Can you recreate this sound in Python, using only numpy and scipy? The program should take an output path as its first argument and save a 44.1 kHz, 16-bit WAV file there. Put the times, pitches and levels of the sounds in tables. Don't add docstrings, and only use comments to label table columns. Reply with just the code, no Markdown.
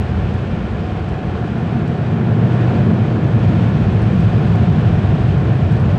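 import sys
import numpy as np
from scipy import signal
from scipy.fft import rfft, irfft, next_fast_len
from scipy.io import wavfile
from scipy.ndimage import uniform_filter1d, minimum_filter1d

SR = 44100
rng = np.random.default_rng(int(sys.argv[2]) if len(sys.argv) > 2 else 0)


def waveform_to_disk(signal):
    frames = np.transpose(np.atleast_2d(signal))
    scaled = np.clip(frames, -1, 1) * 32767
    samples = np.round(scaled).astype(np.int16)
    wavfile.write(sys.argv[1], SR, samples)


N = 263718
GUST_HZ = 4


def from_db(db):
    return 10 ** (np.asarray(db) / 20)


def rms_one(x):
    return x / np.sqrt(np.mean(x ** 2) + 1e-20)


def in_time(rows):
    times, *columns = np.transpose(rows)
    return [np.interp(np.arange(N) / SR, times, column) for column in columns]


def at_place(place, levels_db):
    return np.interp(place, range(len(levels_db)), levels_db)


def swell(start_s, attack_s, hold_s, release_s):
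    corners = np.cumsum([start_s, attack_s, hold_s, release_s])
    return np.interp(np.arange(N) / SR, corners, [0, 1, 1, 0])


def noise(gain_at):
    size = next_fast_len(N)
    hz = np.maximum(np.arange(size // 2 + 1) * SR / size, 1)
    spectrum = rfft(rng.standard_normal(size)) * gain_at(hz)
    return rms_one(irfft(spectrum, size)[:N])


def broad_noise(colour):
    points_hz, points_db = np.transpose(colour)
    return noise(lambda hz: from_db(np.interp(np.log(hz), np.log(points_hz), points_db, right=-np.inf)))


def resonant_noise(centre_hz, width_hz):
    return noise(lambda hz: 1 / (1 + ((hz ** 2 - centre_hz ** 2) / (hz * width_hz * np.sqrt(2))) ** 2))


def drift(rate_hz):
    return noise(lambda hz: 1 / (1 + (hz / rate_hz) ** 2))


def resonate(x, centre_hz, width_hz):
    radius = np.exp(-np.pi * width_hz / SR)
    feedback = [1, -2 * radius * np.cos(2 * np.pi * centre_hz / SR), radius * radius]
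    return rms_one(signal.lfilter([1, 0, -1], feedback, x))


def steady(x, seconds):
    return x / np.sqrt(uniform_filter1d(x ** 2, int(seconds * SR)) + 1e-12)


def crossover(x, hz):
    lows = signal.sosfiltfilt(signal.butter(2, hz, fs=SR, output="sos"), x)
    return lows, x - lows


def drop_ticks():
    # (time [s], level [dB], ring [Hz])
    drops = [(.338, -54.5, 7600), (1.089, -56, 7400), (1.475, -59, 7000), (1.578, -54, 7900),
             (1.876, -54, 7400), (4.018, -48, 8300), (4.204, -53, 7900), (4.462, -54, 7600),
             (4.555, -53, 7450), (5.719, -50, 7600), (5.798, -53.5, 8300), (5.911, -55.5, 7700)]
    trim_db, ping_db = -7.0, 6.5
    tick_t60_s, ping_t60_s = .055, .05
    splash_band = signal.butter(2, [4000, 9500], "band", fs=SR, output="sos")
    ticks, t = np.zeros(N + SR), np.arange(SR // 8) / SR
    for time_s, db, ring_hz in drops:
        spatter = rng.standard_normal(len(t))
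        splash = rms_one(signal.sosfilt(splash_band, spatter))
        tick = from_db(-60 * t / tick_t60_s) * (resonate(spatter, ring_hz, width_hz=550) + splash)
        ping = from_db(ping_db - 60 * t / ping_t60_s) * resonate(spatter, 5100, width_hz=700)
        start = int(time_s * SR)
        ticks[start:start + len(t)] += from_db(db + trim_db) * (tick + ping)
    treble_cut = signal.butter(12, 9400, fs=SR, output="sos")
    return signal.sosfilt(treble_cut, ticks[:N] + 1e-18)


def jet_edge():
    # (frequency [Hz], level [dB per Hz])
    colour = [(1000, -20), (1450, -7), (1780, 4), (2300, -18)]
    envelope = swell(start_s=2.38, attack_s=.14, hold_s=.12, release_s=.08)
    return from_db(-41.5) * envelope * broad_noise(colour)


def air_hiss(lift_db):
    # (frequency [Hz], level [dB per Hz])
    colour = [(1200, -19), (2050, -3.5), (2450, 0.5), (2750, -3), (3100, -3), (3600, -7.5), (4500, -13.5),
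              (5800, -20), (7000, -24), (8500, -28), (9500, -34.5), (10300, -50.5), (12000, -55),
              (15500, -61)]
    # (time [s], level [dB])
    spray = [(0, -42), (0.7, -43), (1.35, -43), (1.8, -43), (2.38, -43), (3.1, -42), (3.55, -40.5),
             (4.6, -40.1), (5.2, -40.5), (5.98, -41.5)]
    mean_db, brighten_db_per_db = -41, .1
    level_db = in_time(spray)[0] + lift_db
    dull, bright = crossover(broad_noise(colour), hz=3200)
    treble_db = brighten_db_per_db * (level_db - mean_db)
    flutter_db = .51 * drift(rate_hz=14)
    return from_db(level_db + flutter_db) * (dull + from_db(treble_db) * bright)


def fan_whine():
    # (pitch [Hz], width [Hz])
    fans = [(709.2, 2.7), (739, 19)]
    # (time [s], lower tone [dB], higher tone [dB])
    levels = [(0, -46, -39.5), (0.6, -46, -43), (0.95, -43, -37), (1.3, -46, -38), (1.55, -38, -44),
              (2.2, -40, -43), (2.5, -43.5, -41.5), (3.05, -38.5, -45.5), (3.4, -45.5, -42.5),
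              (4.2, -43, -41.5), (4.6, -36, -38), (5.2, -43, -38.5), (5.98, -42, -42)]
    beam_db = 7.5 * swell(start_s=2.58, attack_s=.046, hold_s=.15, release_s=.07)
    tones = [steady(resonant_noise(hz, width), seconds=.2) for hz, width in fans]
    return sum(from_db(db + beam_db) * tone for db, tone in zip(in_time(levels), tones))


def air_rush(place, lift_db):
    # (frequency [Hz], level [dB per Hz])
    colour = [(150, -21.5), (275, -4), (305, 2), (430, -1.5), (560, -6.5), (740, -7.5), (830, -14),
              (1100, -12.5), (1260, -16), (1700, -17.5), (2000, -24), (2600, -30), (4500, -69),
              (9000, -100)]
    # (frequency [Hz], width [Hz], level against the rush [dB])
    windows = [(301.5, 13, -19.5), (316, 22, -15), (436, 45, -15.5), (591, 21, -17.5), (663, 20, -19),
               (823, 21, -19.5), (895, 49, -21), (1049, 6.3, -27), (1392, 130, -19.5), (1466, 64, -24),
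               (1730, 220, -21)]
    # (time [s], gain [dB])
    roar = [(0, -2), (1.2, -1), (2.08, -1.5), (2.3, 0.5), (2.7, 2.5), (3.1, 2.5), (4.1, -0.1), (5.3, -0.9),
            (5.98, -2)]
    # (bonnet [dB], windscreen [dB], roof front [dB], mid-roof [dB])
    levels = (-27, -25, -25, -25)
    ringing = sum(from_db(db) * resonant_noise(hz, width) for hz, width, db in windows)
    air = steady(broad_noise(colour) + ringing, seconds=.42)
    lows, highs = crossover(air, hz=460)
    roar_db, = in_time(roar)
    flutter_db = .41 * drift(rate_hz=7.7)
    return from_db(at_place(place, levels) + lift_db + flutter_db) * (highs + from_db(roar_db) * lows)


def cabin_rumble(place, lift_db):
    # (frequency [Hz], level [dB per Hz])
    colour = [(14, -36), (28, -35), (36, -28.5), (47, -8.5), (57, -4), (70, 0.5), (88, 2.5), (108, -11.5),
              (160, -37)]
    # (bonnet [dB], windscreen [dB], roof front [dB], mid-roof [dB])
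    levels = (-21.5, -31.5, -23.5, -22.5)
    gust_db = drift(GUST_HZ)
    return from_db(at_place(place, levels) + lift_db + gust_db) * steady(broad_noise(colour), seconds=.8)


def panel_drumming(place, force_db):
    # (frequency [Hz], width [Hz], bonnet [dB], windscreen [dB], roof front [dB], mid-roof [dB])
    panels = [(94.3, 8.8, 0, -12, -7.5, -6.5), (108, 13, -11, -1.5, -.5, -2), (120.3, 12, -3, -1, -7, -1.5),
              (141.4, 26, -9.5, -3.5, -3, -4.5), (164.8, 24, -2, -4, -1.5, -4.5),
              (200.5, 31.3, -2.5, -5.5, -6.5, -12.5), (228.8, 21.6, -9.5, -6, -11.5, -9.5)]
    modes = sum(from_db(at_place(place, levels)) * resonant_noise(hz, width)
                for hz, width, *levels in panels)
    gust_db = .36 * drift(GUST_HZ)
    return from_db(force_db + gust_db) * steady(modes, seconds=.13)


def scene():
    # (time [s], level [dB])
    jet_force = [(0.0, -20), (0.3, -19), (0.55, -20.5), (0.78, -21), (0.95, -22), (1.3, -21.5),
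                 (1.75, -16.5), (1.95, -17.5), (2.2, -15), (2.45, -11.5), (2.62, -13.5), (2.9, -12),
                 (3.12, -15.5), (3.48, -11), (3.85, -13), (4.7, -11.5), (5.0, -13), (5.5, -13),
                 (5.98, -13.5)]
    # (time [s], place [0 bonnet, 1 windscreen, 2 roof front, 3 mid-roof])
    jet_place = [(0, 0), (1.2, 0.25), (1.8, 0.95), (3.0, 1.16), (3.95, 2), (4.7, 2), (5.3, 2.7), (5.98, 3)]
    force_db, = in_time(jet_force)
    place, = in_time(jet_place)
    full_force_db = -13
    push_db = force_db - full_force_db
    sweep = swell(start_s=2.4, attack_s=.13, hold_s=.23, release_s=.14)
    rumble = cabin_rumble(place, lift_db=.14 * push_db)
    rush = air_rush(place, lift_db=.12 * push_db + .6 * sweep)
    hiss = air_hiss(lift_db=2.4 * sweep)
    whine = fan_whine()
    drops = drop_ticks()
    drumming = panel_drumming(place, force_db)
    return (drops + jet_edge() + hiss + whine + rush + rumble + drumming)[None]


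def limiter(x, ceiling_db, hold_s):
    span = int(hold_s * SR)
    allowed = np.minimum(1, from_db(ceiling_db) / (np.abs(x) + 1e-9))
    return x * uniform_filter1d(minimum_filter1d(allowed, span), span)


def record(dry):
    carrier_hz, cutoff_hz = 12000, 15700
    held = limiter(dry, ceiling_db=-3.8, hold_s=.005)
    image = from_db(-66.5) * held * np.cos(2 * np.pi * carrier_hz * np.arange(N) / SR)
    high_cut = signal.ellip(12, .1, 80, cutoff_hz, fs=SR, output="sos")
    return signal.sosfilt(high_cut, held + image)


dry = scene()
out = record(dry)
waveform_to_disk(out)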